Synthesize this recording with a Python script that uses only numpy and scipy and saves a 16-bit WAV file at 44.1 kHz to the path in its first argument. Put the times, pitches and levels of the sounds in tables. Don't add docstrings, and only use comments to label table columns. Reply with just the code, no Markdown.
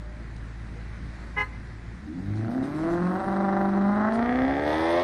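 import sys
import numpy as np
from scipy import signal
from scipy.io import wavfile
from scipy.ndimage import uniform_filter1d

SR = 44100
rng = np.random.default_rng(int(sys.argv[2]) if len(sys.argv) > 2 else 0)


def gain_from_decibels(decibels):
    exponent = np.asarray(decibels, float) / 20
    return 10 ** exponent


def materialize(psi):
    bounded = np.clip(np.atleast_2d(psi).T, -1, 1)
    quanta = np.round(bounded * 32767).astype(np.int16)
    wavfile.write(sys.argv[1], SR, quanta)


N = 221861

# (time [s], firing rate [1/s])
SPEED = [(0, 55.6), (1.2, 56), (1.9, 55), (2, 66), (2.3, 104.8), (2.4, 110.5), (2.64, 134), (2.88, 167.2),
         (3.03, 176.6), (3.19, 189.4), (3.39, 196), (3.82, 198.2), (4.04, 213), (4.14, 225.9), (4.3, 246.8),
         (4.55, 277.3), (4.75, 313), (5.03, 356)]
# (time [s], level [dB])
EFFORT = [(0, -63), (.9, -66.5), (1.9, -68.5), (2.33, -50), (2.5, -40.5), (2.76, -42), (2.87, -33.5),
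          (3, -34.5), (3.2, -32), (3.62, -29), (3.7, -33.5), (3.9, -32), (4.06, -28), (4.42, -28),
          (4.58, -28.5), (4.64, -28), (4.98, -24.5), (5.03, -25.5)]
# (time [s], share of rear view [0-1], roughness [0-1])
TURN = [
    (1.8, .02, .3),
    (2.3, .02, .2),
    (2.75, .02, .17),
    (3, .02, .12),
    (4.05, .1, .1),
    (4.4, .85, .13),
    (4.7, .98, .11),
    (5.03, .98, .13),
]
# (time [s], lateness [firing gaps])
FIRING_LAG = [(2.3, .25), (2.54, .72), (2.8, .2), (3.15, 0), (3.3, -.2), (3.45, -.2), (3.62, .05),
              (3.9, .2), (4.2, .25), (4.46, .5), (4.7, .4), (5.03, .3)]


def car():
    hz, effort_db, behind = curves(SPEED)[0], curves(EFFORT)[0], curves(TURN)[0]
    idle_db, full_db = -66, -41
    gas_db = np.clip(effort_db, idle_db, full_db) - full_db
    turns = np.cumsum(hz) / SR - curves(FIRING_LAG)[0]
    fire = firings(turns, behind)
    tones = low_tones(hz, gas_db, turns, fire)
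    pipes = exhaust(effort_db, gas_db, behind, fire)
    return gain_from_decibels(3.5) * tones + hollowed(pipes) + gain_from_decibels(0.5) * gas_hiss(hz, behind, fire)


# (strength [dB], lateness [firing gaps])
SIDE_FIRINGS = [(.1, .024), (-5, .012), (-.3, .006), (3.2, .004), (3.2, .014), (-2.7, -.012), (.3, -.037),
                (1.6, -.011)]
# (strength [dB], lateness [firing gaps])
REAR_FIRINGS = [(1.6, -.061), (-.2, .226), (-1.6, -.126), (1, -.028), (2.6, -.067), (-.6, .214),
                (-.6, -.126), (.2, -.03)]
# (time [s], levels of the eight firings [dB])
CRACKS = [(2.45, [-12, 0, -14, -9, -14, 0, -14, -9]), (2.6, [-14, 0, -14, -10, -14, 0, -14, -10]),
          (2.72, [-2, -3, -5, -3, -1, 0, -1, 0]), (2.95, [-4, -9, -6, -2, -5, -9, -2, 0]),
          (3.4, [-5, -10, -7, -10, -10, -12, -2, 0]), (3.7, [-3, -7, -4, -10, -5, -10, -1, 0]),
          (3.97, [-2, -7, -7, -9, 0, -5, -2, -5]), (4.13, [-8, -12, -12, -10, -8, -6, -12, 0]),
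          (4.35, [-9, -12, -12, -7, -10, -12, -12, 0]), (4.6, [-6, -9, -9, -2, -6, -9, -8, 0]),
          (4.9, [-1, -4, -5, 0, -3, -6, -6, -1])]


def firings(turns, behind):
    firing = np.arange(1, int(turns[-1]))
    beat = np.interp(firing, turns, np.arange(N))
    pattern_lag_s = .2
    rear = behind[np.maximum(beat - pattern_lag_s * SR, 0).astype(int)]
    rough = curves(TURN)[1][beat.astype(int)]
    side_view = np.array(SIDE_FIRINGS)[(firing - 3) % 8].T
    rear_view = np.array(REAR_FIRINGS)[(firing - 3) % 8].T
    strength_db, late = (1 - rear) * side_view + rear * rear_view
    spread, shake = rng.standard_normal((2000, 2))[:len(firing)].T
    spread_db = 8 * rough * spread
    wander = .03 * (1 - rear) * evened(uniform_filter1d(shake, size=10))
    at = np.interp(firing + late + .08 * rough * shake + wander, turns, np.arange(N))
    crack_s = [s for s, _ in CRACKS]
    by_cylinder = np.transpose([levels_db for _, levels_db in CRACKS])
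    crack_db = np.array([np.interp(beat / SR, crack_s, levels_db) for levels_db in by_cylinder])
    return {"beat": beat, "at": at, "spread_db": spread_db, "shake": shake,
            "lumps_db": 3 * rough * uniform_filter1d(spread, size=2),
            "strength": gain_from_decibels(strength_db + spread_db), "crack_db": crack_db[firing % 8, firing - 1]}


# (time [s], lean of second harmonic over firing tone [dB], lope [0-1], boom [dB])
TONE_BALANCE = [(0, -0.3, 0.2, 1), (.9, -0.2, 0.1, 3), (1.2, -2.5, 0.05, -1), (1.9, -0.3, 0.05, 1),
                (2.2, 0.5, 0.44, 2.5), (2.36, -2, 0.17, -0.6), (2.44, -1.2, 0, -1.5), (2.55, 3.5, 0.17, -2),
                (2.72, 1, 0.4, 0), (2.85, 3, 0.12, 1.5), (3.02, 3.5, 0, 0.7), (3.3, 1, 0, 0.6), (3.6, 1.5, 0, 0.5),
                (3.9, -2, 0, 1), (4.1, -0.7, .03, -0.1), (4.5, 1.2, 0, 1.5), (4.7, 2.2, 0.02, 0),
                (5.03, -0.3, 0.06, -0.2)]


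def low_tones(hz, gas_db, turns, fire):
    tones = np.zeros(N)
    for k, gain in zip((1, 2, 3, 1 / 4), low_levels(hz, gas_db)):
        fade = np.clip((500 - k * hz) / 80, 0, 1)
        tones += gain * fade * np.cos(k * (2 * np.pi * turns + 1))
    tones *= gain_from_decibels(np.interp(np.arange(N), fire["beat"], fire["lumps_db"]))
    lope = np.cos(np.pi * turns / 2 + 1) + np.cos(np.pi * turns)
    return tones * (1 + curves(TONE_BALANCE)[1] * lope)


ORDER_DB = [3, -2, -4]


def low_levels(hz, gas_db):
    t = np.arange(N) / SR
    lean_db, _, boom_db = curves(TONE_BALANCE)
    stumble_db = -13 * np.exp(-((t - 3.225) / 0.033) ** 2)
    shared_db = 0.64 * gas_db + boom_db + stumble_db
    crank = gain_from_decibels(shared_db - 66.5 + 23 * curves(TURN)[0] ** 2)
    levels = [low_pipe(k * hz) * gain_from_decibels(db + shared_db + lean * lean_db)
              for k, db, lean in zip((1, 2, 3), ORDER_DB, (-1, 1, 0))]
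    return levels + [crank]


# (pitch [Hz], width [Hz], level [dB])
LOW_PIPE = [(58, 19, -31.5), (106.6, 24, -31.5), (179, 12, -28), (222, 78, -29.5), (258.6, 58, -31),
            (310, 55, -33), (331.2, 33, -30.5), (384, 73, -39), (473, 84, -41)]


def low_pipe(hz):
    return np.sqrt(sum(gain_from_decibels(2 * db) / (1 + (2 * (hz - at_hz) / width_hz) ** 2) ** 2
                       for at_hz, width_hz, db in LOW_PIPE))


# (frequency [Hz], level [dB])
BURBLE = [(25, -22), (50, -32), (75, -17.5), (120, -31.5), (200, 7.5), (330, 5), (410, -6), (470, -20),
          (700, -64.5), (3000, -107)]
BURBLE_REAR = [(25, -26), (70, -5.5), (120, -6.5), (200, -9.5), (330, 2), (410, -2.5), (470, -14.5),
               (700, -64), (3000, -107)]
BARK = [(200, -45.5), (360, -22.5), (460, 5.5), (580, 4.5), (680, 7.5), (790, 8.5), (900, -0.5), (1100, 5),
        (1300, -17.5), (4000, -99)]
BARK_REAR = [(200, -29.5), (340, -3.5), (440, -3.5), (600, 5.5), (720, -0.5), (850, 2), (1000, -7),
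             (1300, -4), (4000, -104)]
RASP = [(500, -38), (950, -18), (1150, 17), (1450, 14), (1750, 9.5), (2050, 6.5), (2350, -30),
        (2800, -30.5), (3600, -36.5), (6000, -28.5), (9000, -82)]
RASP_REAR = [(500, -75.5), (950, -8), (1150, -14), (1450, 7), (1900, 10), (2200, 1.5), (2600, -12),
             (3400, -13), (6000, -64), (9000, -107.5)]


def exhaust(effort_db, gas_db, behind, fire):
    pulses = train(fire["at"], fire["strength"])
    uneven = pulses - train(fire["beat"], uniform_filter1d(fire["strength"], size=8))
    puff = coloured(pulses, [(20, 0), (150, -1.5), (600, -20), (5000, -60)])
    gusts = steadied(puff * rng.standard_normal(N))
    cracks = train(fire["at"], gain_from_decibels(fire["crack_db"] + fire["spread_db"]))
    bark = pipe((.24 + .06 * behind) * gusts - steadied(pulses), BARK, BARK_REAR)
    rasp = pipe((.45 - .12 * behind) * gusts - steadied(cracks), RASP, RASP_REAR)
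    burble = pipe(-uneven, BURBLE, BURBLE_REAR)
    since = np.arange(N) / SR - 4.09
    swell = np.exp(np.minimum(since / .15, -since / .02))
    rasp_db = -37 + 0.85 * (effort_db + 29) + 5.5 * swell
    burble_db = -32.5 + 0.95 * gas_db - 2 * behind
    return gain_from_decibels(effort_db) * bark + gain_from_decibels(rasp_db) * rasp + gain_from_decibels(burble_db) * burble


def pipe(drive, side, rear):
    share = curves(TURN)[0]
    return steadied((1 - share) * evened(coloured(drive, side)) + share * evened(coloured(drive, rear)))


# (frequency [Hz], level [dB per Hz])
HISS_COLOUR = [(2000, -12), (2600, -6), (3400, -7.5), (4200, -10.5), (5500, -14), (6500, -19),
               (7500, -47.5), (9000, -57.5), (12000, -100)]
FIZZ_COLOUR = [(6500, -44), (7800, -11), (8600, -10), (9400, -8.5), (9900, -22), (10500, -15), (12000, -13),
               (14000, -19.5)]
# (frequency [Hz], level [dB])
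CHATTER = [(1500, -68), (2800, -36.5), (3900, 11), (5000, -14.5), (6500, -35.5), (9000, -63)]
CHATTER_REAR = [(1500, -40), (2600, -12), (3500, 5), (3900, -1), (4400, -7), (5000, -6), (6200, -24),
                (9000, -50)]


def gas_hiss(hz, behind, fire):
    hiss_gain, fizz_gain = hiss_levels(hz)
    hard = train(fire["at"], gain_from_decibels(2 * fire["crack_db"]))
    ticks = steadied(coloured(hard, [(20, 0), (200, -3), (900, -22), (3000, -70)]))
    clicks = train(fire["at"] + .001 * SR, gain_from_decibels(1.7 * fire["crack_db"] + 2.5 * fire["shake"]))
    chatter = pipe(clicks, CHATTER, CHATTER_REAR)
    hiss = noise(HISS_COLOUR, patchy_db=1.2) * (1 + .3 * ticks) + (.7 + .6 * behind) * chatter
    fizz = noise(FIZZ_COLOUR, patchy_db=5.0) * (1 + 0.43 * ticks)
    return hiss_gain * hiss + fizz_gain * fizz


def hiss_levels(hz):
    t = np.arange(N) / SR
    flap_db = 6.5 * np.clip((t - 4.66) / 0.012 + .5, 0, 1)
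    gas = gain_from_decibels(-63.5 + 9 * np.log2(hz / 200) + curves(TURN)[0] + flap_db)
    near = np.clip(t - 1.7, 0, 1) / np.hypot(1, (t - 3.11) / 0.28)
    return np.hypot(gas, gain_from_decibels(-75) * near), np.hypot(gain_from_decibels(-12) * gas, gain_from_decibels(-67.5) * near)


# (time [s], centre [Hz], share taken out [0-1])
HOLLOW_HIGH = [(2.2, 1100, 1), (2.55, 1100, 0.6), (2.7, 1100, 0.1), (4.085, 1250, 0.16), (4.1, 1220, 1),
               (4.22, 1030, 0.45), (4.35, 950, 0.72), (4.5, 1030, .6), (4.65, 1090, 0.77),
               (4.72, 1380, 0.26), (4.85, 1450, 0.38), (5.03, 1580, 0.74)]
HOLLOW_LOW = [(2.6, 700, 0), (2.7, 740, 0.54), (2.9, 840, .6), (2.97, 780, .1), (3.02, 710, .5),
              (3.12, 740, .4), (3.18, 740, 0), (4.1, 336, .02), (4.2, 340, 0.28), (4.35, 396, 0.4),
              (4.5, 436, 0.82), (4.6, 497, .03), (4.72, 636, .03), (4.8, 657, 1), (4.95, 770, 0.37),
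              (5.03, 805, 0.35)]
# (time [s], centre [Hz], share taken out, negative adds)
RIDGE = [(2.4, 680, 0), (2.5, 690, -0.92), (2.6, 646, -0.61), (2.75, 600, -0.36), (2.88, 655, -.6),
         (3, 660, 0.057), (4.05, 620, -.05), (4.2, 684, -0.27), (4.33, 740, -0.065), (4.45, 796, -0.79),
         (4.58, 790, -1), (4.62, 670, 0.19), (4.68, 666, -1.3), (4.76, 720, -0.37), (4.81, 820, -0.27),
         (4.88, 850, -1.2), (4.92, 645, -.2), (5.03, 668, -1)]
HOLLOW_WIDTH_HZ = 237, 45, 45


def hollowed(x):
    for rows, width_hz in zip((HOLLOW_HIGH, HOLLOW_LOW, RIDGE), HOLLOW_WIDTH_HZ):
        x = without(x, *curves(rows), width_hz)
    for hz in np.outer((1, 2), curves(SPEED)[0]):
        x = without(x, hz, np.clip((450 - hz) / 80, 0, 1), 12)
    return x


HORN_LOW = 417.3, [-42, -37, -40, -34, -33, -47, -44, -60, -62, -65, -68, -70, -62, -64, -64, -70, -71, -71,
            -73, -69, -72]
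HORN_HIGH = 511.4, [-47, -35, -48, -28, -56, -58, -70, -63]
# (pitch [Hz], level [dB])
HORN_MIXED = [(281, -51), (1480, -53), (1763, -49), (1916, -52), (1996, -43), (2140, -50), (2270, -57),
              (2692, -58)]
# (frequency [Hz], time constant [s])
HORN_RING = [(400, .014), (840, .011), (1020, .024), (1250, .03), (1670, .014), (2050, .014), (3000, .006)]
# (frequency [Hz], level [dB])
HORN_TAIL = [(830, -30), (1020, -11), (1250, -12), (1670, -24), (2050, -26), (3000, -40)]


def horn():
    on_s, off_s = 1.36, 1.423
    out = np.zeros(N)
    span = slice(round(on_s * SR), round((off_s + .3) * SR))
    t = (np.arange(N) / SR - on_s)[span]
    partials = [(k * hz, db) for hz, levels_db in (HORN_LOW, HORN_HIGH) for k, db in enumerate(levels_db, 1)]
    after = np.maximum(t - off_s + on_s, 0)
    rattle = noise([(300, -12), (700, -14), (1400, 2), (2100, 0), (2700, -10.0), (3400, -23),
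                    (4100, -16.5), (5000, -20.0), (9000, -27.5)], patchy_db=9.0)[span]
    out[span] = gain_from_decibels(-43) * np.clip(t / 0.021, 0, 1) * np.exp(-after / 0.023) * rattle
    for hz, db in partials + HORN_MIXED:
        rise = np.clip(t / (.012 + .005 * (hz / 3000) ** 2), 0, 1) ** 2
        ring = np.exp(-after / read(HORN_RING, hz))
        tail = gain_from_decibels(read(HORN_TAIL, hz)) * np.exp(-after / .07)
        wave = np.cos(2 * np.pi * (hz * t + rng.random()))
        out[span] += gain_from_decibels(db) * rise * np.maximum(ring, tail) * wave
    return np.sqrt(2) * out


# (time [s], level [dB], length [s])
SWISHES = [
    (2.354, -56, 0.067),
    (2.503, -57, 0.054),
    (2.626, -51.5, 0.062),
    (2.743, -54, 0.16),
    (2.898, -53, 0.07),
    (4.129, -48.5, 0.045),
    (0.361, -49.5, 0.0085),
]


def tyres():
    t = np.arange(N) / SR
    shape = np.zeros(N)
    for s, db, length_s in SWISHES:
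        start = np.clip((t - s) / 0.0032, 0, 1)
        shape += gain_from_decibels(db) * start * np.exp(-(np.maximum(t - s, 0) / length_s) ** 3)
    return shape * noise([(2000, -4.5), (3000, -12.5), (4500, -7.5), (6500, -16), (9500, -16.0),
                          (11000, -27.0), (14000, -64.0)], patchy_db=3.5)


# (start [s], end [s], first pitch [Hz], last pitch
# [Hz], level [dB])
GLIDING_TONES = [
    (0, 0.223, 596, 605, -52.5),
    (.755, 0.804, 465, 500, -48.5),
    (2.066, 2.138, 292, 320, -35),
    (2.154, 2.202, 260, 267, -31.5),
]


def gliding_tones():
    out = np.zeros(N)
    for start, end, from_hz, to_hz, db in GLIDING_TONES:
        first = max(round(start * SR), 0)
        hz = np.linspace(from_hz, to_hz, round(end * SR) - first)
        tone = np.sin(2 * np.pi * np.cumsum(hz) / SR) * np.hanning(len(hz)) ** 0.17
        out[first:first + len(hz)] += gain_from_decibels(db) * tone
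    return out


# (frequency [Hz], level [dB per Hz])
STREET = [(12, -42.5), (22, -25.5), (63, -6), (170, -11.5), (350, -22), (450, -27.5), (1150, -29.5),
          (1950, -26.5), (2900, -41.5), (4200, -42), (7000, -49.5), (9300, -53.5), (10500, -56.5),
          (14000, -78.5)]
# (time [s], level [dB])
STREET_LEVEL = [(0, -44.5), (.7, -42), (1.2, -40.5), (1.6, -42.5), (2.1, -43.5), (3, -40), (3.6, -42),
                (4.1, -42.5), (4.6, -40), (5.03, -45.5)]


def traffic():
    return gain_from_decibels(curves(STREET_LEVEL)[0]) * noise(STREET, patchy_db=1.2)


# (frequency [Hz], time to fall 60 dB [s])
WALLS = [(300, .4), (1100, .75), (1400, .65), (2000, .27), (4000, .2), (9000, .12)]


def walls(x):
    taps = np.zeros(SR // 2)
    at = np.arange(500, len(taps) - 20, 20)
    taps[at + rng.integers(0, 20, len(at))] = rng.choice([-1., 1.], len(at))
    hz, t, z = signal.stft(taps, SR, nperseg=256)
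    tail = signal.istft(z * gain_from_decibels(-60 * t / read(WALLS, hz)[:, None]), SR, nperseg=256)[1]
    return signal.oaconvolve(x, tail / np.linalg.norm(tail))[:N]


def evened(x):
    return x / np.sqrt(np.mean(x ** 2) + 1e-20)


def steadied(x, size=6000):
    return x / np.sqrt(abs(uniform_filter1d(x ** 2, size)) + 1e-12)


def read(points, hz):
    f, value = np.transpose(points)
    return np.interp(np.log(hz + 1), np.log(f + 1), value)


def curves(rows):
    s, *columns = np.transpose(rows)
    return [np.interp(np.arange(N) / SR, s, c) for c in columns]


def coloured(x, points, size=4096):
    log_gain = np.log(gain_from_decibels(read(points, abs(np.fft.fftfreq(size, 1 / SR)))))
    taps = np.fft.ifft(np.exp(np.conj(signal.hilbert(log_gain)))).real
    return signal.oaconvolve(x, taps)[:N]


def noise(points, patchy_db):
    hz = np.fft.rfftfreq(1024, 1 / SR)
    a, b, patches = rng.standard_normal((N // 256 + 5, 513, 3)).T
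    patches = evened(uniform_filter1d(uniform_filter1d(patches, size=12, axis=0), size=14, axis=1))
    z = (a + 1j * b) * gain_from_decibels(read(points, hz)[:, None] + patchy_db * patches)
    return evened(signal.istft(z, nperseg=1024, noverlap=768)[1][:N])


def train(at, sizes):
    whole = np.maximum(at, 0).astype(int)
    part = at - whole
    return np.bincount(np.r_[whole, whole + 1], np.r_[sizes * (1 - part), sizes * part], N)[:N]


def without(x, hz, share, width_hz):
    turn = np.exp(2j * np.pi * np.cumsum(hz) / SR)
    band = signal.sosfiltfilt(signal.butter(1, width_hz, fs=SR, output="sos"), x / turn)
    return x - np.clip(share, -2, 1) * 2 * (band * turn).real


def scene():
    engine, beep = car(), horn()
    slap = gain_from_decibels(-27) * np.roll(beep, round(.15 * SR))
    echoes = walls(gain_from_decibels(-16) * engine + gain_from_decibels(-24) * beep) + slap
    return (engine + beep + echoes + tyres() + gliding_tones() + traffic())[None]


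# (frequency [Hz], level [dB])
GATE = [(5200, -115), (6400, -96), (7500, -92), (8500, -93), (9500, -94), (10000, -92), (11500, -88),
        (12500, -83), (14000, -83)]
# (frequency [Hz], level over their rms [dB])
GATE_LOCAL = [(5200, -8), (6300, 1), (6900, 11), (8100, 10), (8700, 5), (9500, 5), (10000, 12), (14000, 14)]


def thinned(x):
    frame, offset, edge_hz = 1150, 720, 13900
    n = np.arange(2 * frame)
    k = np.arange(round(GATE[0][0] / SR * 2 * frame), round(edge_hz / SR * 2 * frame))
    window = np.sqrt(2 / frame) * np.sin(np.pi * (n + .5) / (2 * frame))
    basis = window[:, None] * np.cos(np.pi / frame * np.outer(n + .5 + frame / 2, k + .5))
    hz = k * SR / (2 * frame)
    where = frame * np.arange(N // frame + 3)[:, None] + n
    frames = np.pad(x, (2 * frame - offset, 4 * frame))[where]
    bins = frames @ basis
    loud_db = 10 * np.log10(np.mean(frames ** 2, axis=1, keepdims=True) + 1e-12) + 24
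    near = np.sqrt(abs(uniform_filter1d(bins ** 2, size=32, axis=1)))
    near = near * gain_from_decibels(read(GATE_LOCAL, hz) + .2 * loud_db)
    scatter_db = 2.5 * np.repeat(rng.standard_normal((len(bins), 40)), 20, axis=1)[:, :len(k)]
    floor = gain_from_decibels(read(GATE, hz) + 36 + .8 * loud_db)
    step = gain_from_decibels(scatter_db) * np.maximum(near, floor)
    rounded = np.sign(bins) * np.floor(abs(bins) / step + .4) * step
    change = (rounded - bins) @ basis.T
    return x + np.bincount(where.ravel(), change.ravel())[2 * frame - offset:][:N]


def low_pass(x):
    return signal.sosfilt(signal.butter(12, 13900, fs=SR, output="sos"), x)


def record(dry):
    mix = thinned(dry[0])[None]
    return low_pass(mix)


dry = scene()
out = record(dry)
materialize(out)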